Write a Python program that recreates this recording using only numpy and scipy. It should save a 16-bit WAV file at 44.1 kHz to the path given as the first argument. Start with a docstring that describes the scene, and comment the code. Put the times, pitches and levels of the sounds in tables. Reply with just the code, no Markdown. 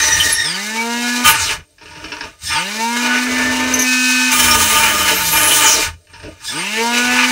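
"""Saw robot in a test box

A small robot presses a spinning saw disc into a plastic block; air modes and echoes of the box colour it.
The disc drags free with a squeal, runs up, bogs down and stalls with stuttering kicks; after a restart
it grazes, bogs down and stalls again, then runs up once more. Tones are sines locked to the disc angle;
grinding, squeals, teeth and kicks are noise filtered by resonances and spectra.
"""
import sys
import numpy as np
from scipy import signal
from scipy.fft import rfft, irfft, next_fast_len
from scipy.io import wavfile
from scipy.ndimage import uniform_filter1d, map_coordinates

SR = 44100
rng = np.random.default_rng(int(sys.argv[2]) if len(sys.argv) > 2 else 0)


def digitize_waveform(pressure):
    """Quantize a signal to 16-bit integers and store it at the path in sys.argv[1].

    Rows of a 2-D input are taken as channels; values are limited to [-1, 1].
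    """
    field = np.atleast_2d(pressure).T
    bounded = np.clip(field, -1, 1)
    quanta = np.round(bounded * 32767).astype(np.int16)
    wavfile.write(sys.argv[1], SR, quanta)


N = 322371
T = np.arange(N) / SR
HZ = np.fft.rfftfreq(next_fast_len(N + SR), 1 / SR)

# All table levels are relative.
# Air modes between the walls: centre_hz, width_hz, level_db
BOX_MODES = [(306.6, 20.7, 6), (438, 25, 9), (614, 37, 3), (672, 17, 3.5), (902.3, 7.4, 2), (951, 7.2, 3.5),
             (1093, 19, -1), (1160, 5.3, -12.5), (1222, 18.3, -0.5), (1367, 6.9, 0), (1484, 34.5, 2),
             (1695, 27, 1), (1807, 17, -4), (1834, 40, -8.5), (2003, 12, -5.5), (2128, 26, -1.5),
             (2295, 16, -7), (2384, 15, 3), (2508, 52, -3.5), (2765, 65, -4.5), (2968, 43, -2.5),
             (2930, 19, 0), (3670, 27, -16.5), (3770, 31, -15), (5350, 130, -9.5), (6176, 180, -1.5),
             (6820, 160, -3.5)]
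# Disc run-ups: start_s, top_turns_per_s, slowness (time stretch)
RUN_UPS = [(.3038, 251.34, 1.1155), (2.4278, 256.39, 1), (6.4337, 256.39, .9274)]
# Disc braked by the block, one list per episode: time_s, speed_turns_per_s
BRAKED = [
    [(0, 70), (.36, 70)],
    [(1.255, 245.5), (1.3, 160), (1.42, 88), (1.5, 31), (1.6, 0), (2.36, 0), (2.44, 24)],
    [(3.7, 254.7), (4, 253.4), (4.3, 253.3), (4.38, 250.7), (4.46, 246), (4.54, 238.8), (4.68, 220),
     (4.85, 218), (5.05, 194), (5.2, 182), (5.3, 164), (5.48, 146), (5.62, 107), (5.68, 86), (5.74, 80),
     (5.8, 42), (5.95, 0), (6.38, 0), (6.445, 24)],
]
# Loudness change towards top speed, one row per run-up: overtones_db, noise_db
RUN_UP_LOUDNESS = [(-2.5, -2), (-1, 0), (3, 2)]
# Rim brushing the block: start_s, end_s, overtones_db, noise_db, shake_change_db, treble_db
GRAZES = [(3.88, 4.31, -16, -24, -18, -27)]
# One list per cut: time_s, grinding_db, treble_db, tooth_whistle_db, chassis_rumble_db
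CUTS = [
    [(0, -23, -20.5, -80, -43), (.14, -23, -19.5, -80, -33.5), (.31, -25, -19.5, -80, -29.5),
     (.36, -32, -29, -80, -37), (.43, -32.5, -40, -80, -43), (.48, -37, -46, -80, -60)],
    [(1.235, -33, -27.5, -40, -54), (1.262, -13, -7, -15, -26.5), (1.3, -13.5, -14, -12, -39),
     (1.34, -21.5, -26, -26, -45), (1.46, -23.5, -21.5, -19, -31), (1.53, -23, -24, -26, -37),
     (1.61, -46.5, -67, -63, -42), (1.66, -70, -73, -80, -55)],
    [(4.29, -34, -36, -56, -60), (4.33, -20.5, -12, -50, -36), (4.52, -18.5, -15, -45, -33),
     (4.7, -17.5, -12.5, -32, -34.5), (5.05, -17.5, -17.5, -27, -36), (5.3, -18.5, -18, -20.5, -34),
     (5.47, -15.5, -14, -16.5, -34), (5.56, -19.5, -13, -24, -50), (5.7, -15.5, -13.5, -10, -42),
     (5.78, -17.5, -20.5, -19, -45), (5.84, -22.5, -18, -29, -42), (5.89, -31, -45, -45, -33.5),
     (5.97, -62, -80, -72, -52), (6.03, -77, -77, -80, -62)],
]
# Stalled motor straining: start_s, end_s, start_noise_db, end_noise_db
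STALLS = [(1.83, 2.27, -47, -34), (6.1, 6.33, -49, -45)]
# Arm moving, chassis juddering on the floor: start_s, end_s, shake_db, rumble_db
JUDDERS = [(2.442, 2.564, -57, -40), (3.3, 3.8, -31, -39), (6.248, 6.29, -35, -38), (6.43, 6.53, -69, -47),
           (7.005, 7.31, -55, -48)]
# Disc dragging free: start_s, let_go_s, end_s, squeal_hz, squeal_db,
# whistle_start_hz, whistle_let_go_hz, whistle_db, scrape_db
RESTARTS = [(0, .43, .6, 1870, -16, 6100, 5450, -19, -33),
            (2.44, 2.51, 2.63, 1790, -24, 5300, 5400, -26, -24),
            (6.43, 6.51, 6.64, 1740, -32, 4700, 5300, -26, -33)]
# Hiss bands on the run-ups: start_s, end_s, centre_hz, level_db
HISS_BANDS = [(2.562, 2.682, 2800, -31.5), (6.6, 6.803, 2770, -27.5), (6.91, 7.2, 2570, -23)]
# Frame rattling as the arm swings, thudding as the disc bites: time_s, peak_db
RATTLES = [(2.956, -14.5), (3.1494, -12), (3.1794, -24), (3.2644, -14), (3.3644, -13), (3.3897, -11),
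           (3.5844, -26), (4.3169, -12)]
# Stalled motor kicking the jammed disc: time_s, peak_db, t60_s
KICKS = [(1.781, -33.5, 0.1), (1.81, -29, 0.2), (1.856, -27, 0.077), (1.879, -21, 0.023),
         (1.907, -26, 0.16), (1.951, -25.5, 0.15), (1.999, -25, 0.06), (2.041, -12.5, 0.053),
         (2.081, -21, 0.067), (2.118, -10.5, 0.072), (2.166, -7, 0.022), (2.207, -7.5, 0.044),
         (2.237, -13, 0.03), (6.069, -30.5, 0.029), (6.132, -27.5, 0.24), (6.197, -28, 0.068),
         (6.228, -26, 0.16), (6.255, -31, 0.085), (6.402, -29.5, 0.15)]
# Kick spectrum: freq_hz, level_db
KICK_SPECTRUM = [(180, -41), (300, -10), (603, -28.5), (725, -27), (923, -1.5), (1020, -19), (1180, -14.5),
                 (1730, -5.5), (2140, -18), (2540, -5), (3180, -16), (5630, -11), (9000, -71), (11700, -63),
                 (19800, -120)]
# Tooth snagging the plastic: time_s, peak_db, centre_hz, t60_s
SNAGS = [(0.1999, 8, 3000, 0.045), (0.32, 2.5, 10600, 0.077), (1.2594, 16, 2820, 0.02),
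         (1.2994, -6, 2940, 0.05), (3.7359, 5, 6260, 0.057), (3.7883, 2.5, 6220, 0.096),
         (3.8188, 7, 6000, 0.04), (4.316, 19, 6200, 0.012), (4.3894, -9, 5400, 0.22),
         (4.5069, 2.5, 5530, 0.081), (4.763, 5.5, 2920, 0.041), (5.5095, 4, 3050, 0.079)]
# Turning noise: speed_turns_per_s, bearings_db, bearing_treble_db, low_shake_db, drive_whine_db
NOISE_BY_SPEED = [(0, -67.5, -59.5, -59, -65.5), (24.3, -38, -29.5, -69, -34), (60, -47.5, -26, -62, -30.5),
                  (163.4, -35, -29.5, -49, -30), (194, -33, -29, -52, -46), (239.5, -31, -25.5, -42, -80),
                  (240, -24.5, -22.5, -41.5, -90.5), (268.8, -18.5, -27.5, -30.5, -77.5)]
# Grinding and bearing body spectrum: freq_hz, level_db
BODY_SPECTRUM = [(470, -48.5), (800, -17), (885, 4), (1010, -18), (1210, -0.5), (1320, -6.5), (2390, -3),
                 (6000, -14.5), (7800, -44), (13200, -120)]
# Low-mid shake spectrum: freq_hz, level_db
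SHAKE_SPECTRUM = [(65, -45.5), (110, -7.5), (248, -1), (440, -7), (520, -5), (608, -1), (800, -15.5),
                  (1040, -57.5), (1760, -120)]
# Chassis rumble spectrum: freq_hz, level_db
RUMBLE_SPECTRUM = [(15, -46.5), (30, -17.5), (55, -12.5), (70, -9.5), (82, -4), (95, -16.5), (125, -19),
                   (170, -15.5), (250, -89)]
# Treble spectrum, running free: freq_hz, level_db
FREE_TREBLE_SPECTRUM = [(900, -86), (2200, -10), (3500, -5.5), (3660, 0.5), (4560, -0.5), (5270, -0.5),
                        (6910, -4.5), (8390, -5), (11700, -14), (13400, -16), (15800, -14.5)]
# Treble spectrum, cutting: freq_hz, level_db
CUT_TREBLE_SPECTRUM = [(900, -68.5), (2200, -31), (3300, -5), (3990, -3.5), (4700, -8.5), (6260, -4.5),
                       (7760, -4), (9620, -3), (12300, -13), (15800, -3.5)]
# Modes of the block: centre_hz, pole_width_hz, level_db
BLOCK_MODES = [(1221, 30, -9), (2344, 63, -17.5), (3000, 26, -13.5), (3085, 40, -11), (5340, 68, -16),
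               (6430, 360, -24.5)]
# Disc tones: speed_turns_per_s, wobble_db, overtones_db
TONES_BY_SPEED = [(0, -80, -80), (50, -52, -50), (120, -43, -33), (160, -35, -28), (200, -34, -30),
                  (218, -32, -26.5), (228, -28, -20.5), (236, -25, -22), (242, -23, -20), (250, -22, -24),
                  (253, -22, -24), (255, -22, -21)]
# Frame and wall resonances swept by the overtones: centre_hz, width_hz, level_db
BUZZ_MODES = [(300, 40, 7), (448, 13, 0), (596, 11, 0), (643, 14, -6.5), (917, 27, 7.5), (1210, 14, -9.5),
              (1482.5, 26, 6), (1697, 21, 4.5), (1767, 21, 7), (2007, 39, 2), (2150, 68, -2), (2268, 23, 7),
              (2437, 39, -1.5), (2800, 206, -6.5), (3020, 40, -30), (3140, 61, -13), (3846, 39, -5)]
# Overtones of the brushing rim: multiple_of_turn_rate, level_db
GRAZE_OVERTONES = [(1, -7), (2, -25), (3, -36), (4, -25), (5, -19), (6, -6), (7, -7), (8, -23), (9, -16),
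                   (10, 0), (11, -15), (12, -15), (13, -24), (14, -23), (15, -17), (16, -19), (17, -19),
                   (18, -24), (19, -23), (20, -16), (21, -18), (22, -21), (23, -20), (24, -18), (25, -20),
                   (26, -21), (27, -24), (28, -25), (29, -26), (30, -23), (31, -24), (32, -27), (33, -25),
                   (34, -27), (35, -27), (36, -24)]
# Thin high tone of the disc: time_s, level_db
RING_LEVEL = [(3.76, -60), (3.82, -39), (3.9, -44), (4.3, -44), (4.4, -60)]

RING_ORDER, TEETH = 58, 72  # ring tone and tooth rate, multiples of the turn rate
QUICK_SHARE, QUICK_S, SLOW_S = .7241, .1254, .3329  # run-up time constants, at slowness 1
LOUDNESS_FROM_TURNS_PER_S, LOUDNESS_FULL_TURNS_PER_S = 200, 240
ECHO_T60_S, ECHO_DB = 0.12, -0.5
GRAZE_EDGE_S, JUDDER_EDGE_S = 0.045, 0.084
STALL_RISE_S, STALL_FALL_S = 0.023, 0.25
STALL_TREBLE_DB, STALL_SHAKE_DB = -6, -5  # relative to the stall noise
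STALL_RUMBLE_DB, STALL_WHINE_DB = -44.5, -57
FREE_RUMBLE_DB, WHINE_HZ = -61, 8625
CUT_WOBBLE_DB, CUT_DAMPING_DB, CUT_BUZZ_DB = -39, -4.5, -11.5  # last two: change of the free tones
CUT_SHAKE_DB, SHAKE_DB_PER_TURN = [-11.5, -15, -11.5], 0.0049  # relative to each cut; dB per turn/s
BOUNCE_HZ, BOUNCE_POLE_WIDTH_HZ, BOUNCE_DB = 82, 9, -2  # chassis on its wheels; dB relative to rumble
WHISTLE_END_HZ, SWELL_S, DRAG_DB_PER_S = 4160, 0.046, -14
SQUEAL_DIES_DB, WHISTLE_DIES_DB = -28, -20  # from let-go to end
HISS_POLE_WIDTH_HZ, HISS_EDGE_S = 640, .1
RATTLE_HZ, RATTLE_POLE_WIDTH_HZ, RATTLE_T60_S = 1930, 1030, .08
EDGE_HZ = 15760


def amp(db):
    """Amplitude of a dB level."""
    return np.exp(np.asarray(db) * np.log(10) / 20)


def summed(*dbs):
    """Gain of unrelated parts together."""
    return np.sqrt(sum(amp(2 * db) for db in dbs))


def loudest(curves):
    """Pointwise maximum."""
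    return np.max(list(curves), axis=0)


def evened(x):
    """Scale to unit RMS."""
    return x / np.sqrt(np.mean(x ** 2) + 1e-20)


def add(mix, start_s, sound):
    """Add a sound in place, cut off at the end of the mix."""
    part = mix[max(round(start_s * SR), 0):][:len(sound)]
    part += sound[:len(part)]


def drift(count, knots_per_s):
    """Slow random curve of roughly unit size."""
    knots = rng.standard_normal(int(count / SR * knots_per_s) + 3)
    return map_coordinates(knots, [np.arange(count) * knots_per_s / SR], order=2)


def level(points):
    """Gain through (time_s, level_db) points; -120 dB outside."""
    s, db = np.transpose(points)
    return amp(np.interp(T, s, db, left=-120, right=-120))


def held(start_s, end_s, rise_s, fall_s):
    """Attack, hold at 0 dB and release, with -40 dB at the outer ends."""
    times_s = [start_s - rise_s, start_s, end_s, end_s + fall_s]
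    return np.interp(T, times_s, [-40, 0, 0, -40], left=-120, right=-120)


def by_speed(table, speed):
    """Level curves in dB looked up at each disc speed."""
    turns, *dbs = np.transpose(table)
    return [np.interp(speed, turns, db) for db in dbs]


def shape(points):
    """Spectral gain, dB linear in log frequency."""
    f, db = np.transpose(points)
    return amp(np.interp(np.log(HZ + 1), np.log(f + 1), db))


def peaks(hz, modes):
    """Power sum of resonance peaks."""
    return sum(amp(2 * db) / (1 + (2 * (hz - f) / w) ** 2) for f, w, db in modes)


def colour(x, gain):
    """Causal minimum-phase filter: the phase follows from the log gain."""
    cepstrum = irfft(np.log(gain + 1e-5))
    cepstrum[1:len(HZ) - 1] *= 2
    cepstrum[len(HZ):] = 0
    return irfft(rfft(x, len(cepstrum)) * np.exp(rfft(cepstrum)))[:N]


def resonate(x, hz, pole_width_hz):
    """Double-pole resonance: shift hz to zero, smooth twice, shift back; unit RMS."""
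    turn = np.exp(2j * np.pi * np.cumsum(hz * np.ones(len(x))) / SR)
    r = np.exp(-np.pi * pole_width_hz / SR)
    smooth = signal.lfilter([1], np.convolve([1, -r], [1, -r]), x / turn)
    return evened((turn * smooth).real)


def box_gain(bed_db=-14):
    """Air-mode peaks over a flat bed, relative to the bed."""
    power = amp(2 * bed_db) + peaks(HZ, BOX_MODES)
    return np.sqrt(power) / amp(bed_db)


def walls(x):
    """Wall echoes: sparse taps of random sign that die away."""
    t = np.arange(SR // 4) / SR
    signs = rng.choice([-1., 1.], len(t))
    taps = signs * (rng.random(len(t)) < .05) * amp(-60 * t / ECHO_T60_S) * (t > .002)
    echoes = signal.oaconvolve(x, taps / np.linalg.norm(taps))[:N]
    return (x + amp(ECHO_DB) * echoes) / np.sqrt(1 + amp(2 * ECHO_DB))


def turns_per_s():
    """Disc speed: two-part exponential run-ups, braking by the block; inertia rounds the corners."""
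    speed = np.zeros(N)
    for start_s, top, slowness in RUN_UPS:
        u = np.maximum(T - start_s, 0) / slowness
        left = QUICK_SHARE * np.exp(-u / QUICK_S) + (1 - QUICK_SHARE) * np.exp(-u / SLOW_S)
        speed = np.where(u > 0, top * (1 - left), speed)
    for rows in BRAKED:
        braked = (T >= rows[0][0]) & (T <= rows[-1][0])
        speed = np.where(braked, np.interp(T, *np.transpose(rows)), speed)
    return uniform_filter1d(speed, size=SR // 40)


def run_up_db(speed):
    """Overtone and noise dB change of the latest run-up, fading in towards top speed."""
    run = np.maximum(np.searchsorted(np.transpose(RUN_UPS)[0], T) - 1, 0)
    near_top = np.interp(speed, [LOUDNESS_FROM_TURNS_PER_S, LOUDNESS_FULL_TURNS_PER_S], [0, 1])
    return np.transpose(RUN_UP_LOUDNESS)[:, run] * near_top


def cuts():
    """Grinding, treble, whistle and rumble dB of all cuts; -120 dB between them."""
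    return loudest([np.interp(T, s, db, left=-120, right=-120) for db in dbs]
                   for s, *dbs in map(np.transpose, CUTS))


def grazing():
    """Share of the sound due to the brushing rim, 0-1."""
    return loudest(np.interp(T, [a - GRAZE_EDGE_S, a, b, b + GRAZE_EDGE_S], [0, 1, 1, 0])
                   for a, b, *_ in GRAZES)


def strain():
    """Envelope dB and noise dB of the motor straining in the stalls."""
    on_db = loudest(held(a, b, STALL_RISE_S, STALL_FALL_S) for a, b, *_ in STALLS)
    times_s = [s for row in STALLS for s in row[:2]]
    noise_db = [db for row in STALLS for db in row[2:]]
    return on_db, on_db + np.interp(T, times_s, noise_db)


def floor_hiss():
    """Microphone floor: steady white noise."""
    return amp(-67) * rng.standard_normal(N)


def hiss_bands():
    """Noise around one pitch that swells unevenly."""
    start_s, _, hz, _ = np.transpose(HISS_BANDS)
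    db = loudest(db + held(a, b, HISS_EDGE_S, HISS_EDGE_S) for a, b, _, db in HISS_BANDS)
    gain = amp(db + 2.5 * drift(N, 20))
    return gain * resonate(rng.standard_normal(N), np.interp(T, start_s, hz), HISS_POLE_WIDTH_HZ)


def rattles():
    """Short bursts of mid-pitched clatter, coloured by the box modes."""
    envelope, t = np.zeros(N), np.arange(SR // 5) / SR
    for s, db in RATTLES:
        add(envelope, s, amp(db - 60 * t / RATTLE_T60_S) * np.minimum(t / 0.0071, 1))
    clatter = resonate(rng.standard_normal(N), RATTLE_HZ, RATTLE_POLE_WIDTH_HZ)
    return envelope * evened(colour(clatter, box_gain()))


def kicks():
    """Kicks of the stalled motor: noise bursts that die away, coloured by the box."""
    envelope, t = np.zeros(N), np.arange(SR // 5) / SR
    for s, db, t60_s in KICKS:
        add(envelope, s, amp(db - 60 * t / t60_s) * np.minimum(t / 0.0022, 1))
    noise = rng.standard_normal(N)
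    gain = shape(KICK_SPECTRUM) * box_gain() ** .5
    return amp(-6) * colour(envelope * noise, gain / np.sqrt(np.mean(gain ** 2)))


def drive_whine(speed):
    """Ragged narrow noise from the drive, turning or straining."""
    whine_db = by_speed(NOISE_BY_SPEED, speed)[3]
    gain = summed(whine_db, strain()[0] + STALL_WHINE_DB) * amp(2.5 * drift(N, 30))
    return gain * resonate(rng.standard_normal(N), WHINE_HZ * (1 + 0.007 * drift(N, 15)), 350)


def restarts():
    """Stick-slip squeal with its octave, and a gliding two-part whistle, all ragged."""
    out = np.zeros(N)
    for s, go, end, hz, db, from_hz, go_hz, whistle_db, _ in RESTARTS:
        t = np.arange(s, end, 1 / SR)
        count = len(t)
        freed = np.clip((t - go) / (end - go), 0, 1)
        swell = np.clip((t - s) / SWELL_S, s == 0, 1) ** 2  # already sounding if it starts at 0 s
        swell = swell * amp(DRAG_DB_PER_S * np.minimum(t - s, go - s))
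        noise = rng.standard_normal((4, count))

        squeal_hz = hz * (1 + .012 * drift(count, 12))
        # the walls pick out several pitches
        cluster = colour(resonate(noise[0], squeal_hz, 140), box_gain())[:count]
        squeal = evened(cluster) + amp(-12.5) * resonate(noise[1], 2 * squeal_hz, 200)
        squeal_gain = amp(db + SQUEAL_DIES_DB * freed + 2 * drift(count, 30))

        whistle_hz = np.interp(t, [s, go, end], [from_hz, go_hz, WHISTLE_END_HZ])
        whistle_hz = whistle_hz * (1 + .02 * drift(count, 30))
        lower = amp(-4) * (t > go - SWELL_S) * resonate(noise[3], .67 * whistle_hz, 200)
        whistle = resonate(noise[2], whistle_hz, 340) + lower
        whistle_gain = amp(whistle_db + WHISTLE_DIES_DB * freed ** 3 + 4 * drift(count, 40))
        add(out, s, swell * (squeal_gain * squeal + whistle_gain * whistle))
    return out


def snags(angle):
    """One tooth strikes each turn, with scraping between: a pitched rasp plus a wide bright part."""
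    out, t = np.zeros(N), np.arange(SR // 5) / SR
    strikes = evened(np.diff(np.floor(angle / (2 * np.pi)), prepend=0))
    drive = strikes + 0.73 * rng.standard_normal(N)
    for s, db, hz, t60_s in SNAGS:
        part = drive[round(s * SR):][:len(t)]
        rasp = resonate(part, hz, 460) + amp(-11.0) * resonate(part, 11000, 4600)
        add(out, s, amp(db - 60 * t / t60_s) * np.minimum(t / 0.0058, 1) * rasp)
    return amp(-8) * out


def teeth(speed, bite_db):
    """Uneven bites make the tooth rate a ragged whistle that follows the speed."""
    hz = np.minimum(TEETH * speed * (1 + .015 * drift(N, 35)), 17000)
    ragged = amp(3.9 * drift(N, 40)) * resonate(rng.standard_normal(N), hz, 1500)
    return amp(bite_db) * evened(colour(ragged, box_gain() ** 0.22))


def noise_levels(speed, cut):
    """Body, shake, rumble and treble gains: free disc, cuts, stalls, restarts, judders, brush."""
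    free = np.array(by_speed(NOISE_BY_SPEED, speed)) + run_up_db(speed)[1]
    bearings_db, bearing_treble_db, low_shake_db, _ = free
    cut_db, cut_treble_db, _, cut_rumble_db = cut
    cut_index = np.searchsorted([rows[0][0] for rows in CUTS[1:]], T)
    cut_shake_db = cut_db + np.array(CUT_SHAKE_DB)[cut_index] + SHAKE_DB_PER_TURN * speed
    stall_on_db, stall_db = strain()
    scrape_db = loudest(row[-1] + held(row[1], row[2], SWELL_S, SWELL_S) for row in RESTARTS)
    judder_shake_db, judder_rumble_db = loudest(
        np.array([[shake_db], [rumble_db]]) + held(a, b, JUDDER_EDGE_S, JUDDER_EDGE_S)
        for a, b, shake_db, rumble_db in JUDDERS)
    brush = grazing()
    _, _, _, brush_db, brush_shake_db, brush_treble_db = GRAZES[0]

    body = (1 - brush) * amp(bearings_db) + summed(cut_db, stall_db, scrape_db) + brush * amp(brush_db)
    shake = summed(low_shake_db + brush * brush_shake_db, cut_shake_db,
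                   stall_db + STALL_SHAKE_DB, judder_shake_db)
    rumble = summed(FREE_RUMBLE_DB, cut_rumble_db, stall_on_db + STALL_RUMBLE_DB, judder_rumble_db)
    treble = summed(bearing_treble_db, cut_treble_db, stall_db + STALL_TREBLE_DB)
    treble = treble + brush * amp(brush_treble_db)
    return (body * amp(2 * drift(N, 14)), shake * amp(3.13 * drift(N, 14)),
            rumble * amp(2.33 * drift(N, 12)), treble * amp(1.2 * drift(N, 14)))


def grind(speed, angle, cut):
    """Grainy noise swelling once a turn; hard cutting changes the treble and rings the block."""
    body, shake, rumble, treble = noise_levels(speed, cut)
    cutting = np.clip((cut[1] + 20.5) / 4, 0, 1)
    grains = rng.standard_normal((6, N)) * amp(3.83 * rng.standard_normal((6, N)))
    grains *= (1 + 0.062 * np.cos(angle)) * amp(1.48 * drift(N, 60))
    ring = sum(amp(db + 2.54 * drift(N, 18)) * resonate(grains[5], hz, w) for hz, w, db in BLOCK_MODES)
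    box = box_gain()

    def layer(k, gain, spectrum):
        return gain * evened(colour(grains[k], spectrum))

    low = layer(0, body, shape(BODY_SPECTRUM) * box)
    low += layer(1, shake, shape(SHAKE_SPECTRUM) * box)
    low += layer(2, rumble, shape(RUMBLE_SPECTRUM))
    low += rumble * amp(BOUNCE_DB) * resonate(grains[2], BOUNCE_HZ, BOUNCE_POLE_WIDTH_HZ)
    high = layer(3, treble * np.sqrt(1 - cutting), shape(FREE_TREBLE_SPECTRUM) * box ** .5)
    high += layer(4, treble * np.sqrt(cutting), shape(CUT_TREBLE_SPECTRUM) * box ** .5)
    return low + body * cutting * ring + walls(high)


def spin(speed, angle, cut_db):
    """Pure wobble tone; overtones swell as they cross resonances, or follow the brush."""
    wobble_db, buzz_db = by_speed(TONES_BY_SPEED, speed)
    buzz_db = buzz_db + run_up_db(speed)[0]
    brushing = grazing()
    cut = np.clip((cut_db + 34) / 10, 0, 1)
    wobble = summed(wobble_db + CUT_DAMPING_DB * cut, CUT_WOBBLE_DB - 80 * (1 - cut) ** 2)
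    to_brush_db = brushing * (GRAZES[0][2] - buzz_db)
    slow_cut_db = -60 * cut * (speed < 215)  # overtones vanish in a slowed cut
    buzz = amp(buzz_db + CUT_BUZZ_DB * cut + to_brush_db + slow_cut_db)

    # power share of each overtone, every 64 samples
    slow = np.arange(0, N, 64)
    orders, brush_db = np.transpose(GRAZE_OVERTONES[1:])  # from the second multiple up
    hz = orders[:, None] * speed[slow]
    bed = amp(-25) / (1 + (hz / 1600) ** 3)
    free = bed + peaks(hz, BUZZ_MODES)
    brush = amp(2 * brush_db)[:, None]
    share = brushing[slow]
    power = (1 - share) * free / free.sum(0) + share * brush / brush.sum()

    out = wobble * np.sin(angle)
    out += level(RING_LEVEL) * amp(3 * drift(N, 25)) * np.cos(RING_ORDER * angle)
    turn = multiple = np.exp(1j * angle)
    for p in power:
        multiple = multiple * turn
        waver = amp((4 - 3 * share) * drift(len(slow), 64 * 16))  # 16 knots per s
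        gain = buzz * np.interp(T, slow / SR, np.sqrt(p) * waver)
        out += gain * (multiple * np.exp(2j * np.pi * rng.random())).real
    return np.sqrt(2) * out


def scene():
    """Mix of all sources, one channel."""
    speed, cut = turns_per_s(), cuts()
    angle = 2 * np.pi * np.cumsum(speed) / SR
    echoed = hiss_bands() + rattles() + kicks() + drive_whine(speed) + restarts()
    echoed = walls(echoed + snags(angle) + teeth(speed, cut[2]))
    return (floor_hiss() + echoed + grind(speed, angle, cut) + spin(speed, angle, cut[0]))[None]


def record(dry):
    """Overload rounds mainly the highest peaks, then a low-pass limits the band."""
    soft = dry / (1 + dry ** 6) ** (1 / 6)
    low_pass = signal.firwin(2047, EDGE_HZ, window=("kaiser", 12), fs=SR)
    return signal.oaconvolve(soft, low_pass[None], "same")


dry = scene()
out = record(dry)
digitize_waveform(out)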